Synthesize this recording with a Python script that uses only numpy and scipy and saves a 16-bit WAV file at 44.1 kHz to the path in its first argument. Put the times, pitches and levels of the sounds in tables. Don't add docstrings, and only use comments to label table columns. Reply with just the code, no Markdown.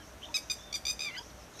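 import sys
import numpy as np
from scipy import signal
from scipy.fft import rfft, irfft
from scipy.io import wavfile

SR = 44100
rng = np.random.default_rng(int(sys.argv[2]) if len(sys.argv) > 2 else 0)


def ratio_of_db(decibels):
    return 10 ** (np.asarray(decibels, float) / 20)


def persist_wave(psi):
    counts = np.round(np.clip(psi, -1, 1) * 32767).astype(np.int16)
    wavfile.write(sys.argv[1], SR, np.atleast_2d(counts).T)


N = 70560


def at_hz(points, hz):
    table_hz, table_db = np.transpose(points)
    return np.interp(np.log(hz), np.log(table_hz), table_db)


def rms_one(x):
    return x / np.sqrt(np.mean(x ** 2) + 1e-20)


def band(hz, width_hz):
    sos = signal.butter(2, [hz - width_hz / 2, hz + width_hz / 2], "band", fs=SR, output="sos")
    settled = signal.sosfilt(sos, rng.standard_normal(N + SR))[SR:]
    return rms_one(settled)


def gate(start, length, attack, release):
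    t = np.arange(N) / SR
    ramp = np.minimum((t - start) / attack, (start + length - t) / release)
    return np.sin(np.pi / 2 * np.clip(ramp, 0, 1)) ** 2


def arch(start, length, first_hz, mid_hz, last_hz):
    u = np.clip((np.arange(N) / SR - start) / length, 0, 1)
    return first_hz * (1 - u) * (1 - 2 * u) + mid_hz * 4 * u * (1 - u) + last_hz * u * (2 * u - 1)


def stack(f0, throat, tilt_db, count, top_db=0, low_db=0):
    phase = 2 * np.pi * np.cumsum(f0) / SR
    out, power = 0, 0
    for k in range(1, count + 1):
        beak_db = tilt_db * np.log2(np.clip(k, 2, 5) / 2)
        gain = ratio_of_db(at_hz(throat, k * f0) + beak_db + top_db * (k > 6) + low_db * (k < 4))
        lag = 0.33 * np.clip(k - 2, 0, 4) ** 2
        out = out + gain * np.sin(k * phase - lag)
        power = power + gain ** 2 / 2
    return out / np.sqrt(power)


def lapwing():
    # start_s, length_s, level_db, swell_db (to the end), beak_db_per_octave
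    bursts = [(.3415, .0305, -29, 1.5, -1), (.3695, .0135, -37, -5, -12), (.4982, .0235, -30.5, 1, 1.5),
              (.520, .008, -42, -3, -9), (.7265, .008, -34, -1.5, .5), (.740, .022, -32.5, .5, 1),
              (.7595, .009, -38, -3, -4), (.8517, .0105, -32, -2.5, 2), (.8655, .0115, -30, -1, 2.5),
              (.8802, .015, -30.5, -3, 2.5), (.8935, .0215, -31, 1, 1.5), (.992, .008, -35.5, -2, -1.5),
              (1.0042, .011, -33.5, -1.5, -1.5), (1.0182, .012, -33.5, -2, -2.5),
              (1.0315, .012, -34.5, -1.5, -2.5), (1.0452, .014, -35.5, -2, -4.5),
              (1.0578, .033, -37, .5, -17), (1.0885, .024, -41.5, -5, -26)]
    # time_s, pitch_hz
    calls = [
        [(.341, 1245), (.352, 1278), (.360, 1268), (.366, 1258), (.370, 1225), (.375, 1140), (.383, 1150)],
        [(.498, 1205), (.507, 1235), (.517, 1228), (.526, 1160)],
        [(.726, 1165), (.734, 1160), (.740, 1205), (.746, 1208), (.758, 1182), (.768, 1110)],
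        [(.852, 1190), (.870, 1215), (.890, 1228), (.906, 1240), (.915, 1215)],
        [(.992, 1215), (1.008, 1248), (1.024, 1248), (1.050, 1222), (1.064, 1192), (1.084, 1165), (1.097, 1125),
         (1.101, 1050), (1.111, 1015)],
    ]
    # frequency_hz, level_db
    throat = [(1250, -24), (2500, -4), (3750, -4), (5000, 1.5), (6250, -4.5), (7500, -13.5), (10000, -29),
              (12000, -24), (15000, -34)]
    attack_s, release_s = .0015, .003
    scoop_hz, scoop_s = 25, .002
    droop_hz, droop_s = 90, .002
    opening_db, thinning_db = 7, -6
    edge_rasp_db, rasp_db = -8, -20.5

    t, out = np.arange(N) / SR, 0
    line = np.interp(t, *np.transpose(sum(calls, [])))
    line = line * (1 + .0035 * band(260, 490))
    flap = ratio_of_db(edge_rasp_db) * band(570, 780)
    for start, length, db, swell_db, tilt_db in bursts:
        u = np.clip((t - start) / length, 0, 1)
        opened = gate(start, length, attack_s, release_s)
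        bright = tilt_db > -8
        scoop = scoop_hz * np.exp(-u * length / scoop_s)
        droop = droop_hz * bright * np.exp(-(1 - u) * length / droop_s)
        voice = stack(line - scoop - droop, throat, tilt_db, count=12,
                      top_db=opening_db * (u - .5), low_db=thinning_db * (u - .5) * bright)
        level = ratio_of_db(db + swell_db * (2 * u - 0.5))
        out = out + level * opened * (1 + flap * (1 - opened)) * voice
    return out * (1 + ratio_of_db(rasp_db) * band(590, 1170))


def far_waders():
    # start_s, length_s, level_db, first_hz, mid_hz, last_hz
    registers = [
        [(1.109, 0.0394, -48.5, 682, 690, 720), (1.148, 0.0147, -42.5, 962, 1000, 1030)],
        [(1.165, 0.0178, -41.5, 1490, 1520, 1656), (1.179, .017, -39.5, 1630, 1650, 1590)],
        [(1.591, 0.014, -45.5, 1310, 1350, 1320)],
    ]
    # frequency_hz, level_db
    throats = [
        [(1000, -18), (2000, 0.5), (2800, -2), (3400, -18), (4000, -13), (6000, -25)],
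        [(1600, -10), (3100, -3.5), (4500, -11), (4950, 0.5), (6100, -33), (6600, -11.5), (7500, -34)],
        [(1300, -23), (2700, -20), (4000, -11), (5300, -17), (7000, -23), (9000, -31)],
    ]
    out = 0
    for notes, throat in zip(registers, throats):
        for start, length, db, *hz in notes:
            voice = stack(arch(start, length, *hz), throat, 0, count=8)
            out = out + ratio_of_db(db) * gate(start, length, 0.001, 0.0018) * voice
    return out


def whistlers():
    # start_s, length_s, level_db, first_hz, mid_hz, last_hz
    whistles = [(.2195, .003, -51, 3500, 2900, 2300), (.227, .023, -43, 2900, 3170, 2980),
                (.249, .013, -49, 3350, 3600, 3700), (.261, .019, -56, 3620, 3550, 3560),
                (.282, .05, -63, 3560, 3520, 3500), (.285, .006, -56, 3000, 2900, 2800),
                (.283, .034, -51, 900, 940, 945), (1.184, .036, -51, 900, 960, 950),
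                (.580, .146, -56, 3380, 3590, 3420), (1.156, .012, -51, 2500, 2750, 2900),
                (1.188, .011, -50, 3250, 3050, 2950), (1.298, .016, -58, 5300, 4100, 3600),
                (1.226, .014, -61, 3300, 3600, 4000), (1.535, .018, -62, 4400, 3800, 3650),
                (1.553, .022, -59, 3750, 3900, 3900), (1.574, .012, -61, 3300, 3800, 4100),
                (.47, .07, -62, 1490, 1500, 1490), (1.160, .010, -48, 2250, 2000, 1750),
                (1.140, .013, -50, 2050, 2150, 2250), (-.02, .058, -59, 3280, 3200, 3020),
                (-.02, .05, -56, 1690, 1670, 1600)]
    waver = 1 + 0.018 * band(148, 249)
    throb = np.abs(1 + .45 * band(170, 170))
    flutter = ratio_of_db(1.5 * band(40, 50))
    out = 0
    for start, length, db, *hz in whistles:
        short = length < .03
        edge_s = min(0.1 * length, .012)
        pitch = arch(start, length, *hz) * (waver if short else 1)
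        tone = np.sin(2 * np.pi * np.cumsum(pitch) / SR)
        unsteady = throb if short else flutter * throb ** .5
        out = out + ratio_of_db(db + 1.5) * gate(start, length, edge_s, edge_s) * tone * unsteady
    return out


def flock():
    # time_s, level_db, centre_hz
    twitter = [(0, -61.5, 5470), (.07, -54.5, 5706), (.15, -65, 6270), (.25, -54, 5720), (.32, -57, 6440),
               (.45, -55, 6000), (.62, -53, 5740), (.72, -62, 5700), (.82, -65, 5600), (.96, -54.5, 6310),
               (1.12, -58.5, 5860), (1.26, -52.5, 5770), (1.34, -60.5, 6070), (1.43, -54.5, 5740),
               (1.49, -63.5, 5900), (1.529, -57, 6480), (1.6, -48.5, 5620)]
    chirps_per_s, chirp_s = 130, .013
    fall_hz, spread_hz = 750, 300
    s, db, hz = np.transpose(twitter)
    out, draws = np.zeros(N + SR), rng.standard_normal((300, 3))
    t = np.arange(int(chirp_s * SR)) / SR
    for k, (late, off, loud) in enumerate(draws):
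        start = (k + 0.24 * late) / chirps_per_s
        if 0 < start < N / SR:
            f = np.interp(start, s, hz) + spread_hz * off + fall_hz * (.5 - t / chirp_s)
            chirp = np.hanning(len(t)) * np.sin(2 * np.pi * np.cumsum(f) / SR)
            i = int(start * SR)
            out[i:i + len(t)] += ratio_of_db(np.interp(start, s, db) + 1.85 * loud) * chirp
    haze = ratio_of_db(-7 + np.interp(np.arange(N) / SR, s, db)) * band(6000, 1100)
    return ratio_of_db(-3) * out[:N] + haze


def echoes(x):
    # start_s, t60_s, level_db, echoes_per_s
    scatter = [
        (.003, .11, -8, 2500),
        (.02, .4, -19, 2000),
    ]
    # delay_s, level_db
    walls = [(.0042, -17), (.0115, -17), (.021, -15)]
    # frequency_hz, level_db
    echo_colour = [(1000, -5), (2500, -2.5), (5000, -1.5), (7000, 0.5), (9000, 10), (15000, 5)]
    t, response = np.arange(SR // 2) / SR, 0
    for start, t60, db, rate in scatter:
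        struck = rng.standard_normal(len(t)) * (rng.random(len(t)) < rate / SR)
        hits = struck * (t > start) * 10 ** (-3 * t / t60)
        response = response + ratio_of_db(db) * hits / np.sqrt(np.sum(hits ** 2))
    for delay, db in walls:
        response[int(delay * SR)] += ratio_of_db(db)
    hz = np.maximum(np.arange(N + 1) * SR / (2 * N), 5)
    colour = ratio_of_db(at_hz(echo_colour, hz))
    return irfft(rfft(x, 2 * N) * rfft(response, 2 * N) * colour)[:N]


def fields():
    # frequency_hz, level_db
    air_colour = [(18, -14), (50, 2.5), (160, -2.5), (600, -6), (1500, -10), (2300, -14.5), (4200, -19),
                  (15500, -29.5)]
    # frequency_hz, width_hz, level_db
    hums = [(59.4, 4.3, -60), (597, 27.4, -65), (646.3, 17.6, -68), (756.3, 5.1, -68.5),
            (302.6, 6.3, -69.5)]
    # time_s, half_width_s, level_db, centre_hz, width_hz
    grass = (1.574, .007, -62, 10200, 2200)
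    t = np.arange(N) / SR
    hz = np.maximum(np.arange(N // 2 + 1) * SR / N, 5)
    hiss = irfft(rfft(rng.standard_normal(N)) * ratio_of_db(at_hz(air_colour, hz)), N)
    air = ratio_of_db(-52.5) * rms_one(hiss)
    s, half, db, centre_hz, width_hz = grass
    rustle = ratio_of_db(db) * np.exp(-((t - s) / half) ** 2) * band(centre_hz, width_hz)
    whine = ratio_of_db(-76.5) * np.sin(2 * np.pi * 11793 * t)
    hum = sum(ratio_of_db(db) * band(f, width) for f, width, db in hums)
    return air + rustle + whine + hum


def scene():
    near = lapwing()
    far = far_waders() + whistlers() + flock()
    return (near + far + echoes(near + ratio_of_db(-3) * far) + fields())[None]


def top_cut(x):
    return signal.sosfilt(signal.butter(12, 15750, fs=SR, output="sos"), x)


def record(dry):
    mix = signal.sosfilt(signal.cheby2(12, 45, 15300, fs=SR, output="sos"), dry)
    return top_cut(mix)


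dry = scene()
out = record(dry)
persist_wave(out)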